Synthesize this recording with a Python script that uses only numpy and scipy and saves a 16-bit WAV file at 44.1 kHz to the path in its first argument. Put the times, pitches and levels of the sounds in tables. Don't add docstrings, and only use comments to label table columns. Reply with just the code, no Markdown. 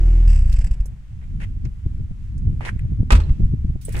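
import sys
import numpy as np
from scipy import signal
from scipy.fft import rfft, irfft
from scipy.io import wavfile
from scipy.ndimage import map_coordinates

SR = 44100
rng = np.random.default_rng(int(sys.argv[2]) if len(sys.argv) > 2 else 0)


def generate_wav(sig):
    pcm = np.round(np.clip(np.atleast_2d(sig).T, -1, 1) * 32767).astype(np.int16)
    wavfile.write(sys.argv[1], SR, pcm)


N = 176400
T, FREQS = np.arange(N) / SR, np.fft.rfftfreq(N, 1 / SR)
HIT_T = T[:SR // 2]
IDLE_HZ, KEY_OFF_S = 40.9, .265
DOOR_CORRELATION = .23

# (multiple of the firing rate [1], level [dB])
IDLE_HARMONICS = [(2, -26.5), (3, -35.5), (4, -40), (5, -51)]
# (frequency [Hz], relative density [dB])
IDLE_SPECTRUM = [(150, 12), (450, -2.5), (600, -4), (740, -2), (950, -13), (2000, -10), (2800, -13.5),
                 (4000, -22.5), (5300, -20.5), (8000, -21.5), (11000, -36), (15000, -46.5)]
# (frequency [Hz], relative density [dB])
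PUFF_SPECTRUM = [(300, -3.5), (700, -7.5), (1300, -16), (1900, -7.5), (2700, -6), (3900, -22), (5300, -8),
                 (6300, -17), (7700, -9.5), (10500, -24.5), (15000, -35.5)]
# (frequency [Hz], boost [dB])
PIPE_RESONANCES = [(1650, 6), (2680, 4.5), (4800, 5.5), (7750, 5.5), (9300, 5)]
# (time [s], level [dB])
PUFF_ENVELOPE = [(.28, -40.5), (.36, -41.5), (.44, -50.5), (.5, -46), (.55, -41.5), (.65, -40),
                 (.72, -45.5), (.81, -51)]
# (frequency [Hz], relative density [dB])
GURGLE_SPECTRUM = [(120, 9), (200, -5.5), (330, -22.5), (500, -31), (750, -31), (1100, -40), (2300, -37),
                   (4000, -66)]
# (frequency [Hz], relative density [dB])
TRAFFIC_SPECTRUM = [(30, 15), (200, 11.5), (400, 2), (700, 3), (2200, 3), (3000, -0.5), (4300, -6),
                    (8000, -7), (11000, -16.5), (15000, -19)]
# (time [s], level [dB])
WIND_ENVELOPE = [(.85, -34), (1.08, -37), (1.35, -26), (1.65, -25), (1.76, -33.5), (1.9, -26),
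                 (2.28, -27.5), (2.36, -22.5), (2.53, -18.5), (2.61, -27), (2.85, -23), (3.3, -22),
                 (3.45, -22), (3.55, -24.5), (3.7, -21.5), (3.83, -31.5), (3.95, -21.5)]
# (frequency [Hz], relative density [dB])
EDDY_SPECTRUM = [(10, -5), (25, 0), (45, 1.5), (80, 0), (130, -6.5), (180, -15), (260, -25), (350, -38.5),
                 (500, -51), (900, -76.5), (3000, -100)]
# (frequency [Hz], left-right correlation [1])
EDDY_CORRELATION = [(40, 1), (100, 0.76), (200, 0.37), (400, 0.55)]
# (time [s], strength before scaling [dB], width [s])
QUICK_GUSTS = [(1.568, 9, 0.0063), (1.661, 12.5, 0.018), (1.865, 20, 0.0056), (2.004, 10, 0.0078),
               (2.113, 15, 0.0048), (2.762, 14, 0.0058), (2.849, 13, 0.01343), (2.922, 12.5, 0.01177),
               (3.004, 16.5, .01), (3.031, 20, 0.0038), (3.404, 17, 0.0043), (3.437, 11, .018),
               (3.541, 15, 0.0084), (3.649, 17, 0.0052), (3.702, 12.5, 0.0048), (3.76, 21.5, 0.0058)]
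# (frequency [Hz], relative density [dB])
FLUTTER_SPECTRUM = [(150, -9.5), (280, -1), (420, -2), (750, -10), (1100, -29), (3000, -59)]
# (time [s], relative level [dB], width [s])
PRESSURE_SWINGS = [(3.313, -3, 0.0066), (3.441, -3, 0.0083)]
# (time [s], level [dB], centre [Hz], half-width [octaves], decay [s])
LOCK_CLICKS = [(0.527, -38, 4430, 1.3, 0.0066), (.857, -43, 8150, 0.65, 0.0083),
               (0.856, -47, 475, 0.51, 0.01), (1.651, -47, 5350, 0.47, 0.0045),
               (1.654, -43.5, 1750, 0.77, 0.0069), (2.378, -53.5, 6750, 0.51, 0.0084),
               (2.608, -26, 720, 0.76, 0.0027), (2.654, -35, 2300, 1.13, 0.0076),
               (2.661, -34, 650, .8, .012), (2.682, -26.5, 1900, 0.29, 0.0047),
               (2.6905, -21, 1500, 0.49, 0.0034), (2.793, -37.5, 2000, 0.31, .0035),
               (2.792, -48.5, 8500, 0.36, 0.0023), (3.236, -49, 4100, .07, .009),
               (3.883, -26, 417, 0.53, 0.0066), (3.892, -34, 9100, 0.59, 0.0016),
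               (3.954, -27.5, 1900, 0.79, 0.0019), (3.966, -34.5, 2200, 2, 0.0045)]
# (time [s], length [s], level [dB], tilt [dB/octave])
STROKES = [(1.212, 0.032, -57, -4.5), (1.4, 0.046, -42.5, -2), (2.605, 0.056, -41, -4),
           (2.649, 0.046, -34.5, -1.5), (3.879, 0.12, -50.5, 3), (3.942, 0.043, -34.5, -6)]
# (frequency [Hz], relative density [dB])
FRICTION_SPECTRUM = [(400, -2), (600, -8.5), (850, -4.5), (1300, -6.5), (1900, 5), (2700, -1),
                     (3800, -13.5), (6000, -16.5), (9300, -14.5), (15000, -38)]
# (time [s], level [dB], tilt [dB/octave], decay [s])
DOOR_BLOWS = [(3.105, -12, 1.5, 0.0058), (3.1118, -22, -2.5, 0.0039), (3.119, -20, 7.5, 0.0074),
              (3.1244, -16.5, 2, 0.011), (3.151, -25, 3.5, 0.014), (3.16, -34, -5, 0.063),
              (3.201, -35, 3, 0.012), (3.292, -44, 1, .012)]
# (frequency [Hz], relative density [dB])
PANEL_SPECTRUM = [(200, -3), (320, 4.5), (480, 0), (680, -2.5), (1000, -2), (1300, -3.5), (2100, -7),
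                  (2800, -12), (4400, -18.5), (6200, -26), (8000, -25), (10000, -36.5), (15500, -56)]
# (frequency [Hz], relative level [dB])
PANEL_MODES = [(463, -8), (590, -7), (970, -0.5), (1205, 1), (1261, 2), (1325, 0), (1749, -2.5), (1970, -7),
               (2280, -6.5), (2511, -2), (2618, -2), (2737, -2), (2800, -14.5), (3288, -9.5)]
# (time [s], frequency [Hz], relative level [dB], decay [s])
CABIN_MODES = [(3.121, 46.9, 3.5, 0.054), (3.123, 240.4, -15.5, 0.028), (3.148, 79.1, -1, 0.052)]
# (time [s], clash level [dB], ring gain [dB])
KEY_KNOCKS = [(3.811, -47, -77), (3.849, -48.5, -40), (3.877, -61, -60), (3.922, -44, -49.5),
              (3.976, -46.5, -53), (3.987, -39, -54)]
# (frequency [Hz], relative density [dB])
CLASH_SPECTRUM = [(3000, -6.5), (9300, -4), (10800, -9), (13200, -13), (14800, -5.5)]
# (frequency [Hz], relative level [dB])
CHIME_MODES = [(7850, 12.5), (9150, 13), (9480, 8), (14300, 3), (14900, 4)]
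# (frequency [Hz], left minus right [dB])
SIDE_BALANCE = [(200, -6.5), (600, -4.5), (1100, -3.5), (2380, -1), (4400, -5.5), (8120, -3)]
# (frequency [Hz], time to fall 60 dB [s])
REVERB_TIMES = [(200, 0.59), (1000, 0.43), (2500, 0.85), (6000, 0.94), (14000, 0.29)]


def amp(db):
    return 10 ** (np.asarray(db) / 20)


def unit(x):
    return x / np.sqrt(np.mean(x ** 2) + 1e-20)


def read(points, hz):
    f, value = np.transpose(points)
    return np.interp(np.log(hz + 1), np.log(f + 1), value)


def add(mix, s, sound):
    part = mix[:, max(round(s * SR), 0):][:, :sound.shape[-1]]
    part += sound[..., :part.shape[1]]


def bell(t, width):
    return np.exp(-.5 * (t / width) ** 2)


def wander(size, hz):
    rolloff = 1 + (np.fft.rfftfreq(size, 1 / SR) / hz) ** 4
    return unit(irfft(rfft(rng.standard_normal(size)) / rolloff, size))


def noise(size, colour, correlation):
    a, b = rfft(rng.standard_normal((2, size)))
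    mid, side = a * np.sqrt(1 + correlation), b * np.sqrt(1 - correlation)
    gain = amp(colour(np.fft.rfftfreq(size, 1 / SR) + 1))
    return unit(irfft(np.array([mid + side, mid - side]) * gain, size))


def tilted(points, tilt_db=0, low_hz=250):
    return lambda f: (read(points, f) + tilt_db * np.log2(f / 2000)
                      - 10 * np.log10(1 + (low_hz / f) ** 4))


def ring(modes, t60):
    tones = sum((-1) ** k * amp(db) * np.sin(2 * np.pi * (hz * HIT_T + rng.normal(0, .068, (2, 1))))
                for k, (hz, db) in enumerate(modes))
    return amp(-60 * HIT_T / t60) * tones


def exhaust_pulses(rate, cycles):
    last_pulse_s, pipe_hz, pipe_decay_s = .83, 43, .035
    thumps, puffs = np.zeros(N), np.zeros(N)
    for i in np.flatnonzero(np.diff(np.floor(cycles)) * (T[1:] < last_pulse_s)):
        t, fired = T[:SR * 2] - T[i], T[i] < KEY_OFF_S
        after = np.maximum(t, 0)
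        db, width = (-5.5, .0042) if fired else (-.5, .0031)
        push = amp(db) * bell(t, width) * (rate[i] / IDLE_HZ) ** .46
        pipe = amp(-15.5) * np.cos(2 * np.pi * pipe_hz * after) * np.exp(-after / pipe_decay_s)
        onset = 1 - np.exp(-(after / width / 2) ** 2)
        thumps[:len(t)] += push + pipe * onset
        if not fired:
            back_s = min(.58 / rate[i], .025)
            backflow = amp(-5.5) * (rate[i] > IDLE_HZ / 4) * bell(t - back_s, .27 * back_s)
            puffs[:len(t)] += bell(t, .003) + backflow
    return signal.sosfilt(signal.butter(1, 7, "high", fs=SR, output="sos"), thumps), puffs


def idle(cycles):
    drone_hz = 331
    hum = sum(amp(db) * np.sqrt(2) * np.cos(2 * np.pi * k * cycles) * amp(wander(N, 6.1))
              for k, db in IDLE_HARMONICS)
    drone = amp(-45.5) * np.sqrt(2) * np.cos(2 * np.pi * drone_hz * T) * (1 + .67 * wander(N, 54))
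    throb = 1 + .25 * np.cos(2 * np.pi * cycles)
    return hum + drone + amp(-46.5) * noise(N, tilted(IDLE_SPECTRUM), .22) * throb


def tailpipe(f):
    width_hz = 280
    peaks = sum(db / (1 + (2 * (f - hz) / width_hz) ** 2) for hz, db in PIPE_RESONANCES)
    return tilted(PUFF_SPECTRUM)(f) + peaks


def engine():
    first_pulse_s, slowing_s, friction_hz = .011, .9, 30
    rate = (IDLE_HZ + friction_hz) * np.exp(-np.maximum(T - KEY_OFF_S, 0) / slowing_s) - friction_hz
    cycles = np.cumsum(np.maximum(rate, 0)) / SR - first_pulse_s * IDLE_HZ
    firing = np.clip((KEY_OFF_S - T) / .03 + 1, 0, 1)
    coasting = (1 - firing) * np.sqrt(np.clip(rate / IDLE_HZ, 0, 1))
    thumps, puffs = exhaust_pulses(rate, cycles)
    running = firing * idle(cycles)
    puff_gain = amp(np.interp(T, *np.transpose(PUFF_ENVELOPE)))
    air = (puffs + .11 * coasting) * puff_gain * noise(N, tailpipe, .37)
    gurgle = amp(-31.5) * coasting * noise(N, tilted(GURGLE_SPECTRUM, low_hz=108), .91)
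    return thumps + running + air + gurgle


def traffic():
    return amp(-61 + .7 * wander(N, 4.7)) * noise(N, lambda f: read(TRAFFIC_SPECTRUM, f), .1)


def wind():
    loudening, brightening = .57, .13
    level_db = np.interp(T, *np.transpose(WIND_ENVELOPE))
    buffet_db = sum(db * bell(T - s, width) for s, db, width in QUICK_GUSTS)
    gust_db = 3 * wander(N, 13.4) + buffet_db
    travel = np.cumsum(amp(brightening * (gust_db + level_db - level_db.mean())))
    eddies = noise(N, lambda f: read(EDDY_SPECTRUM, f), read(EDDY_CORRELATION, FREQS))
    passing = np.array([map_coordinates(e, [travel], order=3, mode="grid-wrap") for e in eddies])
    out = amp(level_db + loudening * gust_db) * passing
    out += amp(-62.5) * (amp(buffet_db) - 1) * noise(N, lambda f: read(FLUTTER_SPECTRUM, f), .092)
    for s, db, width in PRESSURE_SWINGS:
        u = (T - s) / width
        out -= amp(db) * 2 * u * np.exp(-u ** 2)
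    return out


def clicks():
    out = np.zeros((2, N))
    attack = np.minimum(HIT_T / .0007, 1) ** 2
    for s, db, hz, octaves, decay in LOCK_CLICKS:
        band = noise(len(HIT_T), lambda f: -20 * np.log10(1 + (np.log2(f / hz) / octaves) ** 4),
                     DOOR_CORRELATION)
        add(out, s, amp(db) * band * attack * np.exp(-HIT_T / decay))
    return out


def scrapes():
    rise_s, fall_s = .0026, .0066
    out = np.zeros((2, N))
    for s, length, db, tilt_db in STROKES:
        envelope = np.minimum(HIT_T / rise_s, 1) * np.exp(-np.maximum(HIT_T - length, 0) / fall_s)
        grain = unit(amp(2 * wander(len(HIT_T), 280)))
        rub = noise(len(HIT_T), tilted(FRICTION_SPECTRUM, tilt_db, low_hz=366), DOOR_CORRELATION)
        add(out, s, amp(db) * envelope * grain * rub)
    return out


def door():
    out = np.zeros((2, N))
    attack = np.minimum(HIT_T / .0012, 1)
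    for s, db, tilt_db, decay in DOOR_BLOWS:
        panel = noise(len(HIT_T), tilted(PANEL_SPECTRUM, tilt_db, low_hz=220), DOOR_CORRELATION)
        crack = panel * np.exp(-HIT_T / decay)
        ringing = amp(-14.5) * ring(PANEL_MODES, t60=.15)
        add(out, s, amp(db) * (crack + ringing) * attack)
    return out


def boom():
    out = np.zeros((2, N))
    attack = 1 - np.exp(-HIT_T / .00026)
    for s, hz, db, decay in CABIN_MODES:
        add(out, s, .59 * amp(db) * np.sin(2 * np.pi * hz * HIT_T) * np.exp(-HIT_T / decay) * attack)
    return out


def keys():
    clash_decay_s, detune = .039, .008
    out = np.zeros((2, N))
    attack = np.minimum(HIT_T / .0037, 1)
    for s, clash_db, ring_db in KEY_KNOCKS:
        brush = noise(len(HIT_T), tilted(CLASH_SPECTRUM, low_hz=1980), .21)
        clash = brush * np.exp(-HIT_T / clash_decay_s)
        chime = ring([(hz * rng.normal(1, detune), db) for hz, db in CHIME_MODES], t60=.05)
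        add(out, s, attack * (amp(ring_db) * chime + amp(clash_db) * clash))
    return out


def street(x):
    left_lag_s, near_decay_s = .000297, .011
    sides = np.array([[.5], [-.5]])
    delay = np.exp(-2j * np.pi * FREQS * sides * left_lag_s)
    direct = irfft(rfft(x) * amp(sides * read(SIDE_BALANCE, FREQS)) * delay, N)
    hz, t, bands = signal.stft(rng.standard_normal((2, SR)), SR, nperseg=256)
    decay = amp(-60 * t / read(REVERB_TIMES, hz)[:, None])
    far = signal.istft(bands * decay, SR, nperseg=256)[1][:, :SR] * np.minimum(T[:SR] / .043, 1)
    near = rng.standard_normal((2, SR)) * np.exp(-T[:SR] / near_decay_s) * np.minimum(T[:SR] / .0045, 1)
    response = (amp(-27.5) * unit(far) + amp(-14) * unit(near)) / np.sqrt(SR)
    return direct + signal.fftconvolve(direct, response, axes=1)[:, :N]


def scene():
    return traffic() + engine() + boom() + street(door() + scrapes() + clicks() + keys()) + wind()


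def record(dry):
    cutoff_hz = 15700
    soft = dry / (1 + dry ** 8) ** (1 / 8)
    lowpass = signal.firwin(511, cutoff_hz, window=("kaiser", 9), fs=SR)
    return signal.oaconvolve(soft, lowpass[None], "same")


dry = scene()
out = record(dry)
generate_wav(out)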